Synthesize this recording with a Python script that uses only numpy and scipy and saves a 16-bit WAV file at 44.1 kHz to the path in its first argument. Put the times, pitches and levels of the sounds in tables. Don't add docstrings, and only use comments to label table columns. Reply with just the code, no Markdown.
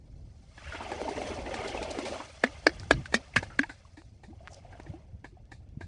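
import sys
import numpy as np
from scipy import signal
from scipy.fft import rfft, irfft
from scipy.io import wavfile

SR = 44100
rng = np.random.default_rng(int(sys.argv[2]) if len(sys.argv) > 2 else 0)


def unload_audio(sound):
    columns = np.transpose(np.atleast_2d(sound))
    steps = np.round(np.clip(columns, -1, 1) * 32767)
    wavfile.write(sys.argv[1], SR, steps.astype(np.int16))


N = 258867

# t/s, contact/s, air pocket/Hz, pocket/dB, push/dB, smack/Hz, smack/dB, spray/dB,
# spray ring/Hz, ring/dB, churn/dB
SLAPS = [(2.4395, 0.004, 230.6, -26, -21.5, 1746, -20.5, -38, 3650, -40, -53.5),
         (2.6684, 0.0029, 285, -24.5, -18, 1730, -16, -35.5, 4690, -25, -55.5),
         (2.9108, 0.003, 266, -25.5, -17, 1657, -17, -29.5, 3480, -33, -56.5),
         (3.143, 0.0061, 211.5, -26.5, -25.5, 1844, -20.5, -27, 4370, -34.5, -58.5),
         (3.363, 0.0078, 223, -33, -32.5, 1707, -18, -31.5, 2540, -26.5, -58),
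         (3.5928, 0.0018, 256, -23.5, -35.5, 1620, -19, -38.5, 3550, -40, -64)]
# t/s, smack decay/s, plop/dB, smack/Hz, smack/dB, spray/dB
SPLASHES = [(0.579, .006, -52, 1740, -49, -66), (.672, .009, -68, 1640, -47.5, -63),
            (0.722, .014, -63, 1420, -38, -51.5), (0.747, 0.011, -40, 1540, -44.5, -68),
            (.809, 0.022, -37, 1260, -44, -65), (0.918, 0.0054, -31.5, 1730, -42, -48.5),
            (1.016, 0.0019, -38, 2180, -57, -56), (1.09, .005, -33, 2020, -48, -49.5),
            (1.163, 0.011, -39.5, 1980, -43.5, -56), (1.217, 0.0081, -35.5, 2180, -44.5, -53),
            (1.39, .008, -44, 2140, -51, -53), (1.462, .016, -39, 2000, -42.5, -55),
            (1.542, 0.0054, -37, 1750, -39, -42), (1.678, 0.0062, -48, 2170, -63, -41),
            (1.749, .005, -37, 2120, -54, -59), (1.774, .01, -36.5, 2570, -39.5, -50),
            (1.828, 0.0046, -56, 2360, -44.5, -42), (1.908, 0.0036, -55, 2000, -58, -42.5),
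            (1.989, 0.0043, -30, 1340, -65, -44), (2.053, 0.02, -36.5, 2120, -64, -38.5),
            (2.202, 0.018, -43, 1020, -38, -66), (2.801, .0065, -55.5, 1810, -55.5, -54),
            (2.832, .005, -52.5, 1480, -51, -58.5), (3.058, 0.0031, -64, 1630, -40, -51),
            (3.126, 0.0053, -41.5, 1800, -41.5, -51.5), (3.339, .003, -58.5, 2080, -48.5, -68.5),
            (3.429, .0057, -35.5, 1650, -41, -48), (3.502, 0.032, -53.5, 1384, -46.5, -72.5),
            (3.634, 0.0039, -43.5, 1735, -32, -58), (3.695, 0.013, -44.5, 1585, -40.5, -51.5),
            (3.972, 0.015, -55, 1800, -53.5, -57.5), (4.236, .012, -50.5, 1810, -54.5, -59.5),
            (4.727, 0.017, -51.5, 1570, -52, -73), (4.8, 0.0029, -45, 1790, -53, -63),
            (4.863, .0097, -53, 1780, -54, -80), (5.245, 0.011, -44, 1700, -45.5, -59),
            (5.518, 0.01, -48, 1790, -47.5, -55.5), (5.81, 0.013, -43, 1654, -45, -56)]
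# t/s, starting f/Hz, level/dB
BUBBLES = [(.806, 883, -38.5), (1.080, 857, -32.5), (2.474, 2020, -45), (2.693, 1730, -40.5),
           (3.64, 860, -41), (3.851, 1060, -58), (3.974, 284, -45.5), (4.277, 199, -46), (4.30, 297, -46),
           (4.33, 754, -56), (4.405, 614, -53), (4.505, 665, -54.5), (4.648, 670, -48.5), (4.752, 650, -51),
           (4.864, 302, -47), (4.937, 300, -41), (4.938, 710, -50), (5.325, 326, -55), (5.37, 694, -55.5)]
# t/s, gurgle/dB, patter/dB, fizz/dB
SLOSH = [(0.5, -73, -73.1, -71.3), (0.6, -61.5, -56.5, -62.5), (0.76, -49.5, -45.5, -58.5),
         (1.02, -39.5, -50, -55), (1.3, -41, -46.5, -52), (1.43, -45, -52, -59.5), (1.6, -40, -43, -53.5),
         (1.87, -41.5, -48, -55), (2.149, -42.5, -46, -52.5), (2.33, -57.5, -58, -60)]
# start/s, end/s, gurgle/dB, patter/dB, fizz/dB
TRICKLES = [(4.482, 4.58, -60, -67.5, -72), (4.73, 4.942, -58.5, -66.5, -72)]
# gurgle/dB, patter/dB, fizz/dB
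CHURN_OFFSET_DB = [2, 1.5, -6.5]
# gurgle/(dB/s), patter/(dB/s), fizz/(dB/s)
SETTLE_DB_PER_S = [46, 43, 21.5]
# gurgle/dB, patter/dB, fizz/dB
LAPPING_DB = [-74, -79, -82.5]
# t/s, f/Hz, width/Hz, level/dB
TICKS = [(1.016, 800, 900, -41.5), (1.217, 700, 900, -46), (1.542, 1750, 700, -40.5),
         (1.913, 7000, 5040, -48.5), (1.988, 880, 910, -41.5), (2.798, 5050, 1100, -47.5),
         (4.019, 700, 900, -58), (4.4745, 1540, 1110, -45.5), (4.480, 1400, 896, -47),
         (5.455, 4230, 4010, -75.5), (5.69, 4940, 4100, -77)]
# t/s, decay/s, f/Hz, level/dB
SWISHES = [(4.518, .012, 6300, -59), (4.534, 0.0037, 5900, -55), (4.545, 0.0027, 5600, -54),
           (4.565, 0.027, 5100, -59.5), (4.834, 0.0015, 5170, -66)]
# t/s, level/dB
WIND = [(0, -50), (0.18, -46), (0.52, -54.1), (0.68, -50.5), (0.87, -51), (1.4, -44.5), (1.55, -49),
        (1.85, -46), (2.28, -57.5), (2.5, -52), (2.92, -40.5), (3.27, -56.5), (3.4, -45), (3.85, -57.5),
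        (4.15, -52), (4.95, -50), (5.38, -52.5), (5.87, -47.5)]
# t/s, f/Hz, half length/s, level/dB
BUFFETS = [(.69, 69.5, 0.028, -36.5), (2.818, 102, 0.019, -41), (2.955, 130, 0.02, -29),
           (2.958, 54, 0.045, -28), (2.992, 136.5, 0.028, -29.5), (3.371, 133, .007, -31.5),
           (3.385, 95, .016, -32.5), (3.442, 99, 0.023, -40), (4.906, 106, .0094, -34),
           (5.151, 72.7, 0.024, -37.5), (5.777, 128.6, 0.0059, -35), (5.845, 83.6, 0.023, -38)]
# f/Hz, relative density/dB
PUSH_SPECTRUM = [(150, -32.5), (230, -17), (320, -1.5), (450, 3), (640, 3.5), (800, -3), (980, -9),
                 (1300, -4.5), (1800, -26.5)]
SPRAY_SPECTRUM = [(1500, -38), (2400, 2), (3000, -15), (3700, 1.5), (4900, -2), (5800, -7), (7500, -6.5),
                  (9800, -13.5)]
PLOP_SPECTRUM = [(150, -16.5), (300, 6), (500, -6), (780, 3.5), (950, -2.5), (1150, -23), (1500, -28.5)]
SLOSH_SPECTRUM = [(150, -11.5), (230, -1), (400, 2.5), (530, -0.5), (700, -2.5), (880, -8), (1150, -17.5),
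                  (1600, -22), (2100, -19), (3000, -23), (3500, -23.5), (4500, -20), (6000, -21),
                  (7000, -27), (10000, -29)]
WIND_SPECTRUM = [(20, -15.5), (32, -10), (50, -2.5), (80, -0.5), (115, -6.5), (160, -13.5), (220, -19),
                 (320, -25.5), (600, -34)]
# f/Hz, T60/s
TAIL_T60 = [(200, 0.12), (1000, 0.086), (3000, 0.083), (9000, 0.12)]


def slaps():
    out, lead_s = np.zeros(N), .02
    t = np.arange(8192) / SR - lead_s
    for (at_s, contact_s, pocket_hz, pocket_db, push_db, smack_hz, smack_db,
         spray_db, ring_hz, ring_db, _) in SLAPS:
        blow = -np.exp(-(t / .0001) ** 2)
        shove = burst(t, .0016, 4 * contact_s)
        push = shaped(at_level(blow, 0) + at_level(shove, -.8), PUSH_SPECTRUM)
        crack = at_level(resonate(blow, smack_hz, 800), -15) + at_level(smack(t, smack_hz, contact_s), 0)
        drops = slap_spray(t, contact_s)
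        ring = resonate(burst(t, .0014, contact_s), ring_hz, 610, 900)
        impact = at_level(push, push_db) + at_level(crack, smack_db)
        add(out, at_s - lead_s, impact + at_level(drops, spray_db) + at_level(ring, ring_db))
        add(out, at_s, at_level(bubble(pocket_hz, rise_oct=.087, cycles=3), pocket_db))
    return out


def slap_spray(t, contact_s):
    tear = burst(t, .0017, 1.4 * contact_s)
    close = gain(-24) * burst(t - .022, .0042, .0035)
    grain = gain(2.5 * rng.standard_normal(len(t)))
    out = at_level(shaped((tear + close) * grain, SPRAY_SPECTRUM), 0)
    for hz, delay_s, cycles in rng.uniform([2000, 0, 8], [6500, .03, 22], (10, 3)):
        add(out, delay_s - t[0], at_level(bubble(hz, .0032, cycles), -13 - 300 * delay_s))
    return out


def smack(t, hz, decay_s):
    rise_s = min(.4 * decay_s, .0015)
    puff = burst(t + .0002, rise_s, decay_s)
    centre = resonate(puff, hz, 210, 650)
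    below = resonate(puff, .76 * hz, 300, 820)
    above = resonate(puff, 1.22 * hz, 210, 900)
    return at_level(centre, 0) + at_level(below, -14.5) + at_level(above, -9.5)


def bubble(hz, rise_oct, cycles):
    decay_s = cycles / hz
    age = np.arange(int(6 * decay_s * SR)) / SR / decay_s
    turns = np.cumsum(hz * 2 ** (rise_oct * age)) / SR
    return np.sin(2 * np.pi * turns) * np.exp(-age) * (1 - np.exp(-age / .28))


def splashes():
    out, lead_s = np.zeros(N), .02
    t = np.arange(8192) / SR - lead_s
    for at_s, decay_s, plop_db, smack_hz, smack_db, spray_db in SPLASHES:
        plop = at_level(shaped(burst(t, .00047, .89 * decay_s), PLOP_SPECTRUM), plop_db)
        spray = at_level(shaped(burst(t, .0025, 3 * decay_s), SPRAY_SPECTRUM), spray_db)
        add(out, at_s - lead_s, plop + at_level(smack(t, smack_hz, decay_s), smack_db) + spray)
    for at_s, hz, db in BUBBLES:
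        rise_oct = .11 * (300 / hz) ** .7
        add(out, at_s, at_level(bubble(hz, rise_oct, cycles=4.2), db))
    return out


def water():
    gurgle, patter, fizz = stirring()
    glug = gurgle * (gurgle / gain(-36.5)) ** .52
    return (glug * swarm(190, 500, per_s=150, cycles=4.9, spread_db=.5, wash_db=-15, clump_db=5.5)
            + gurgle * swarm(540, 1120, per_s=240, cycles=3.7, spread_db=2.5, wash_db=-14, clump_db=2.5)
            + patter * swarm(1200, 3500, per_s=600, cycles=12, spread_db=2.5, wash_db=-2.5, clump_db=2)
            + fizz * swarm(3500, 10000, per_s=2500, cycles=12, spread_db=5, wash_db=0, clump_db=2))


def stirring():
    layers = []
    for k, slosh in enumerate(gain_curves(SLOSH)):
        settle = SETTLE_DB_PER_S[k]
        parts = [gain(LAPPING_DB[k]), slosh * held(SLOSH[0][0], SLOSH[-1][0], settle, settle)]
        for at_s, *_, churn_db in SLAPS:
            parts.append(gain(churn_db + CHURN_OFFSET_DB[k]) * held(at_s, at_s, 400, settle))
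        for start_s, end_s, *db in TRICKLES:
            parts.append(gain(db[k]) * held(start_s, end_s, rise_db_per_s=71, fall_db_per_s=93))
        layers.append(np.sqrt(sum(part ** 2 for part in parts)))
    return layers


def swarm(lo_hz, hi_hz, per_s, cycles, spread_db, wash_db, clump_db):
    clumps = gain(clump_db * np.tanh(band_noise(11, 23)))
    bubbles, pitches_hz = np.zeros(N), np.geomspace(lo_hz, hi_hz, 40)
    for hz in pitches_hz:
        share = hz / pitches_hz.sum()
        births = (rng.random(N) < per_s * share / SR) * rng.choice([-1, 1], N)
        strengths = gain(spread_db * np.minimum(rng.exponential(1, N), 3))
        detune = rng.uniform(.93, 1.03)
        ring = bubble(hz * detune, rng.uniform(0, .08), cycles * detune * rng.uniform(.28, 2.9))
        bubbles += signal.oaconvolve(births * strengths, at_level(ring, 0))[:N]
    wash = gain(wash_db) * band_noise(lo_hz, hi_hz)
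    return unit_rms(shaped((unit_rms(bubbles) + wash) * clumps, SLOSH_SPECTRUM))


def ticks():
    out, impulse = np.zeros(N), signal.unit_impulse(2048)
    for at_s, hz, width_hz, db in TICKS:
        ring = resonate(impulse, hz, width_hz, 2 * width_hz)
        add(out, at_s, at_level(bandpass(ring, 450, 10000), db))
    return out


def sleeve():
    out, lead_s = np.zeros(N), .04
    t = np.arange(8192) / SR - lead_s
    for at_s, decay_s, hz, db in SWISHES:
        stroke = resonate(burst(t, .68 * decay_s, decay_s), hz, 1200)
        add(out, at_s - lead_s, at_level(stroke, db))
    return out


def wind():
    lumps = gain(2 * np.tanh(band_noise(4, 46)))
    out = gain_curves(WIND)[0] * unit_rms(shaped(rng.standard_normal(N) * lumps, WIND_SPECTRUM))
    for at_s, hz, half_s, db in BUFFETS:
        t = np.arange(-3 * half_s, 3 * half_s, 1 / SR)
        eddy = np.cos(2 * np.pi * (hz * t * (1 - .047 * t / half_s) + rng.random()))
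        turbulence = gain(-8.5) * band_noise(.83 * hz, 2.1 * hz, SR)[-len(t):]
        add(out, at_s + t[0], at_level((eddy + turbulence) * np.exp(-(t / half_s) ** 2), db))
    return out


def outdoors(x):
    taps = rng.standard_normal(SR // 2) * (rng.random(SR // 2) < .1)
    hz, t, spectra = signal.stft(taps, SR, nperseg=256)
    fade = gain(-60 * t / log_interp(TAIL_T60, hz)[:, None])
    _, tail = signal.istft(spectra * fade, SR, nperseg=256)
    out = x + gain(-22) * signal.fftconvolve(x, tail / np.linalg.norm(tail))[:N]
    add(out, .025, gain(-23.5) * bandpass(x, 1900, 6500))
    return out


def gain(db):
    return 10 ** (np.asarray(db) / 20)


def unit_rms(x):
    return x / np.sqrt(np.mean(x ** 2) + 1e-20)


def at_level(x, db):
    return gain(db) * x / np.sqrt(np.sum(x ** 2) / (SR / 100) + 1e-20)


def log_interp(table, hz):
    table_hz, values = np.transpose(table)
    return np.interp(np.log(hz + 1), np.log(table_hz + 1), values)


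def gain_curves(table):
    times_s, *columns_db = np.transpose(table)
    return [gain(np.interp(np.arange(N) / SR, times_s, db)) for db in columns_db]


def held(start_s, end_s, rise_db_per_s, fall_db_per_s):
    t = np.arange(N) / SR
    return gain(-rise_db_per_s * np.maximum(start_s - t, 0) - fall_db_per_s * np.maximum(t - end_s, 0))


def add(mix, at_s, sound):
    part = mix[max(round(at_s * SR), 0):][:len(sound)]
    part += sound[:len(part)]


def shaped(x, spectrum):
    hz = np.fft.rfftfreq(len(x), 1 / SR) + 1
    skirts = np.minimum(1, np.minimum(hz / spectrum[0][0], spectrum[-1][0] / hz)) ** 4
    return irfft(rfft(x) * gain(log_interp(spectrum, hz)) * skirts, len(x))


def bandpass(x, lo_hz, hi_hz):
    return signal.sosfilt(signal.butter(3, [lo_hz, hi_hz], "band", fs=SR, output="sos"), x)


def band_noise(lo_hz, hi_hz, samples=N):
    return unit_rms(bandpass(rng.standard_normal(samples), lo_hz, hi_hz))


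def resonate(x, hz, *widths_hz):
    for width_hz in widths_hz:
        x = signal.lfilter(*signal.iirpeak(hz, hz / width_hz, SR), x)
    return x


def burst(t, rise_s, decay_s):
    return rng.standard_normal(len(t)) * np.exp(np.minimum(t / rise_s, -t / decay_s))


def scene():
    return (outdoors(slaps() + splashes() + ticks()) + water() + sleeve() + wind())[None]


def record(dry):
    ceiling, cutoff_hz = .93, 10150
    limited = dry / (1 + (dry / ceiling) ** 8) ** (1 / 8)
    lowpass = signal.firwin(255, cutoff_hz, window=("kaiser", 7), fs=SR)
    return signal.oaconvolve(limited, lowpass[None], "same")


dry = scene()
out = record(dry)
unload_audio(out)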